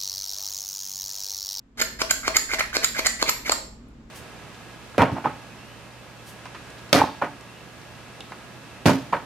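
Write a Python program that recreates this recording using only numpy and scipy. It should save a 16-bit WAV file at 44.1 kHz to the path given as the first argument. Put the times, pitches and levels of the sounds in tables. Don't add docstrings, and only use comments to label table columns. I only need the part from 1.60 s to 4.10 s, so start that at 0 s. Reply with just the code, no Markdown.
import sys
import numpy as np
from scipy import signal
from scipy.fft import rfft, irfft, next_fast_len
from scipy.io import wavfile
from scipy.ndimage import uniform_filter1d

SR = 44100
rng = np.random.default_rng(int(sys.argv[2]) if len(sys.argv) > 2 else 0)


def decibels_to_gain(level_db):
    exponent = np.asarray(level_db, float) / 20
    return 10 ** exponent


def dump_mix(stems):
    frames = np.atleast_2d(stems).T
    limited = np.clip(frames, -1, 1)
    pcm = np.round(limited * 32767).astype(np.int16)
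    wavfile.write(sys.argv[1], SR, pcm)


N = 110250

# (frequency [Hz], density [dB per Hz])
HOUSE_SPECTRUM = [(25, -12.5), (55, -5.5), (84, -14.5), (223, -11), (600, -27), (1200, -28), (8000, -47),
                  (9000, -62), (16000, -71)]
# (frequency [Hz], width [Hz], level
# [dB])
STEADY_BANDS = [(234, 7.4, -54.5), (271.7, 11, -56.5), (7100, 300, -79.5)]
# (frequency [Hz], level [dB rms])
HUM_LINES = [(45, -52), (60, -56), (119, -58)]
# (frequency [Hz], correlation [0-1])
HOUSE_LIKENESS = [(60, .98), (250, .92), (600, .6), (1500, .1), (4000, 0)]
# (frequency [Hz], T60 [s])
KITCHEN_T60 = [(200, 1), (1000, 0.42), (4000, 0.44), (8000, 0.43), (14000, 0.33)]
# (frequency [Hz], correlation [0-1])
TAIL_LIKENESS = [(60, .97), (250, .88), (600, .5), (1500, .05), (4000, 0)]
# (frequency [Hz], level [dB])
WALL_LEVEL = [(150, -12), (500, -7), (1500, -5.5), (4000, -4), (7000, -4), (14000, 1)]
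# (frequency [Hz], left over right [dB])
PORT_TILT = [(60, 11), (130, -0.5), (290, -2.5), (640, 1.5), (1410, -1), (3100, -1), (6820, -4), (15000, 6)]
# (frequency [Hz], left lead [rad])
PORT_LEAD = [(300, -1), (1000, 1.34), (2000, 1.5), (3500, 2.5), (7500, 4.5), (16000, 9)]
# (frequency [Hz], width [Hz], level [dB])
CUP_MODES = [(774, 360, -5), (1242, 590, 0.5), (1700, 530, -5), (2450, 1110, -8)]
# (frequency [Hz], width [Hz], level [dB])
SHELL_MODES = [(1150, 1200, -3), (1480, 263, -2.5), (1950, 730, 0.5), (2250, 600, -3.5),
               (3130, 1200, -12.5)]
# (frequency [Hz], width [Hz], level [dB])
HIGH_MODES = [(6910, 540, -3), (7320, 680, -2.5), (7687, 390, -15.5), (9900, 990, -18),
              (11900, 1200, -18.5), (12400, 2500, -24)]
# (frequency [Hz], width [Hz], level [dB])
BLADE_MODES = [(4400, 600, 5), (5200, 900, -1), (3400, 900, -9)]
# (frequency [Hz], width [Hz], level [dB])
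PALM_MODES = [(278, 135, -6), (444, 126, -0.5)]
# (frequency [Hz], width [Hz], level [dB])
ARM_MODES = [(107, 27, 0), (188, 220, -5)]
# (frequency [Hz], level [dB])
RASP_SPECTRUM = [(300, -3), (1000, 2), (2500, -3), (4400, 0.5), (7000, -2.5), (9000, -15), (12000, -10),
                 (15500, -43)]
# (time [s], length [s], level [dB], squeak [Hz], rasp over squeak [dB])
STROKES = [(.173, .03, -37.5, 1700, 11), (0.191, 0.025, -30, 2050, -2), (.388, 0.033, -33.5, 2330, 11),
           (0.492, 0.018, -25, 2100, 0.5), (0.631, 0.054, -31, 2110, 0.5), (0.741, 0.027, -22.5, 2100, 1),
           (.886, 0.061, -30, 2110, 2.5), (0.984, 0.013, -20.5, 1890, 0), (1.129, 0.033, -28, 2150, 3.5),
           (1.22, 0.02, -25, 1920, 1.5), (1.346, 0.051, -29, 2110, 2), (1.445, 0.017, -24, 1950, 5.5),
           (1.589, 0.032, -33, 1990, 5.5), (1.66, 0.032, -28, 2250, 4), (1.848, 0.019, -33, 2170, 2),
           (1.86, 0.024, -28.5, 1800, -1), (1.907, 0.021, -29.5, 1080, 1.5)]
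# (time [s], peak [dB], bright part [dB], cup ring [dB], depth [dB])
BOTTOMS = [
    (0.212, -20.5, -19, -39.5, 3.5),
    (0.415, -11, -26.5, -33, -4),
    (0.677, -10, -21.5, -30.5, -2),
    (0.933, -17.5, -26, -34.5, -3),
    (1.165, -14, -18.5, -33, 0.5),
    (1.39, -14, -28.5, -38, -2),
    (1.624, -10, -17.5, -36, -2),
    (1.893, -10, -19.5, -34, -5),
]
# (time [s], body [dB], bright part [dB], body pitch [Hz], blade [dB])
STOPS = [
    (0.216, -16, -22.5, 1630, -33),
    (0.506, -15.5, -15.5, 1650, -26.5),
    (0.764, -18.5, -14, 1340, -23.5),
    (1.004, -15, -43, 1870, -34),
    (1.242, -18, -16.5, 1890, -24),
    (1.464, -15, -16.5, 1856, -25),
    (1.689, -16.5, -20.5, 1110, -25),
    (1.916, -19.5, -19, 1040, -26),
]
# (time [s], level [dB], frequency [Hz])
HIGH_SNAPS = [
    (0.214, -27.5, 11900),
    (0.51, -30, 11900),
    (.768, -34, 11400),
    (.996, -41.5, 9900),
    (1.243, -30.5, 12900),
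    (1.693, -23.5, 11900),
    (1.915, -39, 11900),
]
# (time [s], level [dB], length [s])
LAST_SETTLE = (2.283, -69, 0.0086)

HOUSE_DB, GAIN_OPENS_S, GAIN_OPENING_S, GAIN_SHUT_DB = -48, .15, .025, -9.5
FIRST_WALL_S = .006
NEAR_S, NEAR_DB = .002, -14
SCATTER_DB = 1.5
CONTACT_S = .002
GRIT_DB, SQUEAK_WIDTH_HZ = 2.5, 320
REST_LONGER_THAN_S = .032
STARTS_LOW, GLIDE_S = .76, .042
SWELL_DB, REST_SWELL_DB, RASP_SWELL_DB, LET_GO_S = 6, 3.5, 14, .004
THUD_S, LEAD_S, LEAD_DB = .003, .0045, -14
CUP_HZ, CUP_T60_S, CUP_RISE_HZ, CUP_SWELL_S = 678, .12, 80, .026
RATTLE_S, BODY_WIDTH_HZ, BODY_DB, ARM_DB = .0075, 290, 1, -22
TOP_HZ = 16300


def unit(x):
    return x / np.sqrt(np.mean(x ** 2) + 1e-20)


def along(points, hz):
    f, v = np.transpose(points)
    return np.interp(np.log(hz + 1), np.log(f + 1), v)


def filtered(x, response):
    n = x.shape[-1]
    m = next_fast_len(n + 8192)
    return irfft(rfft(x, m) * response(np.fft.rfftfreq(m, 1 / SR)), m)[..., :n]


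def resonant(x, peaks):
    def response(f):
        total = 0
        for k, (center, width, db) in enumerate(peaks):
            damping = 1j * f * width
            total = total + (-1) ** k * decibels_to_gain(db) * damping / (center * center - f * f + damping)
        return total
    return filtered(x, response)


def pair(x, likeness):
    def shares(hz):
        angle = np.arccos(np.clip(along(likeness, hz), -1, 1)) / 2
        return np.array([np.cos(angle), np.sin(angle)])
    mid, side = filtered(x, shares)
    return np.array([mid + side, mid - side])


def add(track, s, x):
    part = track[round(s * SR):][:len(x)]
    part += x[:len(part)]


def house():
    t = np.arange(N) / SR
    rumble = unit(filtered(rng.standard_normal((2, N)), lambda f: decibels_to_gain(along(HOUSE_SPECTRUM, f))))
    rumble = decibels_to_gain(HOUSE_DB - 1.5) * rumble
    drone = hum = 0
    for hz, width, db in STEADY_BANDS:
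        drone = drone + decibels_to_gain(db) * unit(resonant(rng.standard_normal((2, N)), [(hz, width, 0)]))
    for hz, db in HUM_LINES:
        hum = hum + decibels_to_gain(db + 2) * np.sin(2 * np.pi * (hz * t + rng.random()))
    shut = np.clip((GAIN_OPENS_S + GAIN_OPENING_S - t) / GAIN_OPENING_S, 0, 1)
    return (pair(rumble + drone, HOUSE_LIKENESS) + hum) * decibels_to_gain(GAIN_SHUT_DB * shut)


def kitchen(x):
    out, step = np.zeros((2, N + SR)), SR // 8
    for k in range(0, N, step):
        hz, t, z = signal.stft(rng.standard_normal((2, SR * 3 // 4)), SR, nperseg=256)
        decay = decibels_to_gain(-60 * t / along(KITCHEN_T60, hz)[:, None])
        tail = pair(signal.istft(z * decay, SR, nperseg=256)[1], TAIL_LIKENESS)
        tail = tail / np.linalg.norm(tail[0])
        wet = signal.fftconvolve(x[None, k:k + step], tail, axes=1)
        out[:, k:k + wet.shape[1]] += wet
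    return np.pad(out, ((0, 0), (round(FIRST_WALL_S * SR), 0)))[:, :N]


def near(x):
    taps = np.zeros((2, SR // 20))
    when = (rng.uniform(.05, 1, (2, 8)) * NEAR_S * SR).astype(int)
    np.put_along_axis(taps, when, decibels_to_gain(NEAR_DB) * rng.choice([-1, 1], (2, 8)), axis=1)
    echoes = filtered(taps, lambda f: 1j * f / (700 + 1j * f))
    return x + signal.fftconvolve(x, echoes, axes=1)[:, :N]


def blow(peaks, length_s, db):
    t = np.arange(SR // 10) / SR
    grit = decibels_to_gain(3 * unit(uniform_filter1d(rng.standard_normal(len(t)), size=30)))
    burst = grit * np.exp(-.5 * t / length_s - (t / length_s) ** 6)
    ring = 0
    for hz, width, mode_db in peaks:
        mode = resonant(burst * rng.standard_normal(len(t)), [(hz, width, 0)])
        mode = resonant(mode, [(hz, 2 * width, 0)])
        ring = ring + decibels_to_gain(mode_db + rng.normal(0, SCATTER_DB)) * unit(mode)
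    return decibels_to_gain(db) * unit(ring) * np.sqrt(.037)


def knock(peaks, db):
    push = np.zeros(SR // 20)
    push[[0, round(.0012 * SR)]] = 1, rng.uniform(.38, .71)
    ring = resonant(resonant(push, peaks), [(930, 3880, 0)])
    return decibels_to_gain(db) * ring / np.abs(ring).max()


def slides():
    out = np.zeros(N)
    t = np.arange(SR // 8) / SR
    for s, length, db, hz, rasp_db in STROKES:
        grit = decibels_to_gain(GRIT_DB * unit(uniform_filter1d(rng.standard_normal(len(t)), size=90)))
        rub = unit(grit * rng.standard_normal((3, len(t))))
        squeaks = []
        for noise, center in zip(rub, (STARTS_LOW * hz, hz)):
            narrow = resonant(noise, [(center, SQUEAK_WIDTH_HZ, 0)])
            squeaks.append(unit(resonant(narrow, [(center, 3 * SQUEAK_WIDTH_HZ, 0)])))
        low, high = squeaks
        rasp = unit(filtered(rub[2], lambda f: decibels_to_gain(along(RASP_SPECTRUM, f))))

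        from_rest = length > REST_LONGER_THAN_S
        glide = np.pi / 2 * (np.clip(t / GLIDE_S, 0, 1) if from_rest else 1)
        squeak = np.cos(glide) * low + np.sin(glide) * high
        left = np.minimum(t / length, 1) - 1
        swell = decibels_to_gain(db + (REST_SWELL_DB if from_rest else SWELL_DB) * left)
        release = np.exp(-np.maximum(t - length, 0) / LET_GO_S)
        shape = swell * release * np.minimum(t / .0015, 1)
        add(out, s, shape * (squeak + decibels_to_gain(rasp_db + RASP_SWELL_DB * left) * rasp))
    return out


def thuds():
    out, t = np.zeros(N), np.arange(SR // 4) / SR
    turns = np.cumsum(CUP_HZ - CUP_RISE_HZ * np.exp(-t / .03)) / SR
    hollow = decibels_to_gain(-60 * t / CUP_T60_S) * np.sin(2 * np.pi * turns) * np.minimum(t / CUP_SWELL_S, 1) ** 2
    for s, db, bright_db, ring_db, deep_db in BOTTOMS:
        s += CONTACT_S
        add(out, s - LEAD_S, blow(SHELL_MODES + BLADE_MODES, .0006, db + LEAD_DB - 10))
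        add(out, s, knock(CUP_MODES, db))
        add(out, s, knock(PALM_MODES, db + deep_db - 4.5))
        add(out, s, blow(CUP_MODES, THUD_S, db - 11.5))
        add(out, s, blow(BLADE_MODES + HIGH_MODES, THUD_S, bright_db))
        add(out, s, decibels_to_gain(ring_db + 13) * hollow)
    return out


def clacks():
    out = np.zeros(N)
    for s, db, bright_db, hz, blade_db in STOPS:
        s += CONTACT_S
        add(out, s, blow(SHELL_MODES + [(hz, BODY_WIDTH_HZ, BODY_DB)], RATTLE_S, db - 1))
        add(out, s, blow(HIGH_MODES, RATTLE_S, bright_db + 1.5))
        add(out, s, blow(BLADE_MODES, .0042, blade_db + 6.5))
        add(out, s, knock(ARM_MODES, bright_db + ARM_DB))
    return out


def high_snaps():
    out = np.zeros(N)
    for s, db, hz in HIGH_SNAPS:
        add(out, s, blow([(hz, 500, 0)], .0071, db))
    s, db, length = LAST_SETTLE
    add(out, s, blow(HIGH_MODES[3:], length, db))
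    return out


def scene():
    chopper = slides() + thuds() + clacks() + high_snaps()

    def ports(f):
        half = decibels_to_gain(along(PORT_TILT, f) / 2) * np.exp(.5j * along(PORT_LEAD, f))
        return np.array([half, 1 / half])

    direct = near(filtered(chopper, ports))
    wet = filtered(kitchen(chopper), lambda f: np.abs(ports(f)) * decibels_to_gain(along(WALL_LEVEL, f)))
    return direct + wet + house()


def low_pass(x):
    return signal.sosfilt(signal.butter(12, 16320, fs=SR, output="sos"), x)


def record(dry):
    mix = filtered(dry, lambda f: f < TOP_HZ)
    return low_pass(mix)


dry = scene()
out = record(dry)
dump_mix(out)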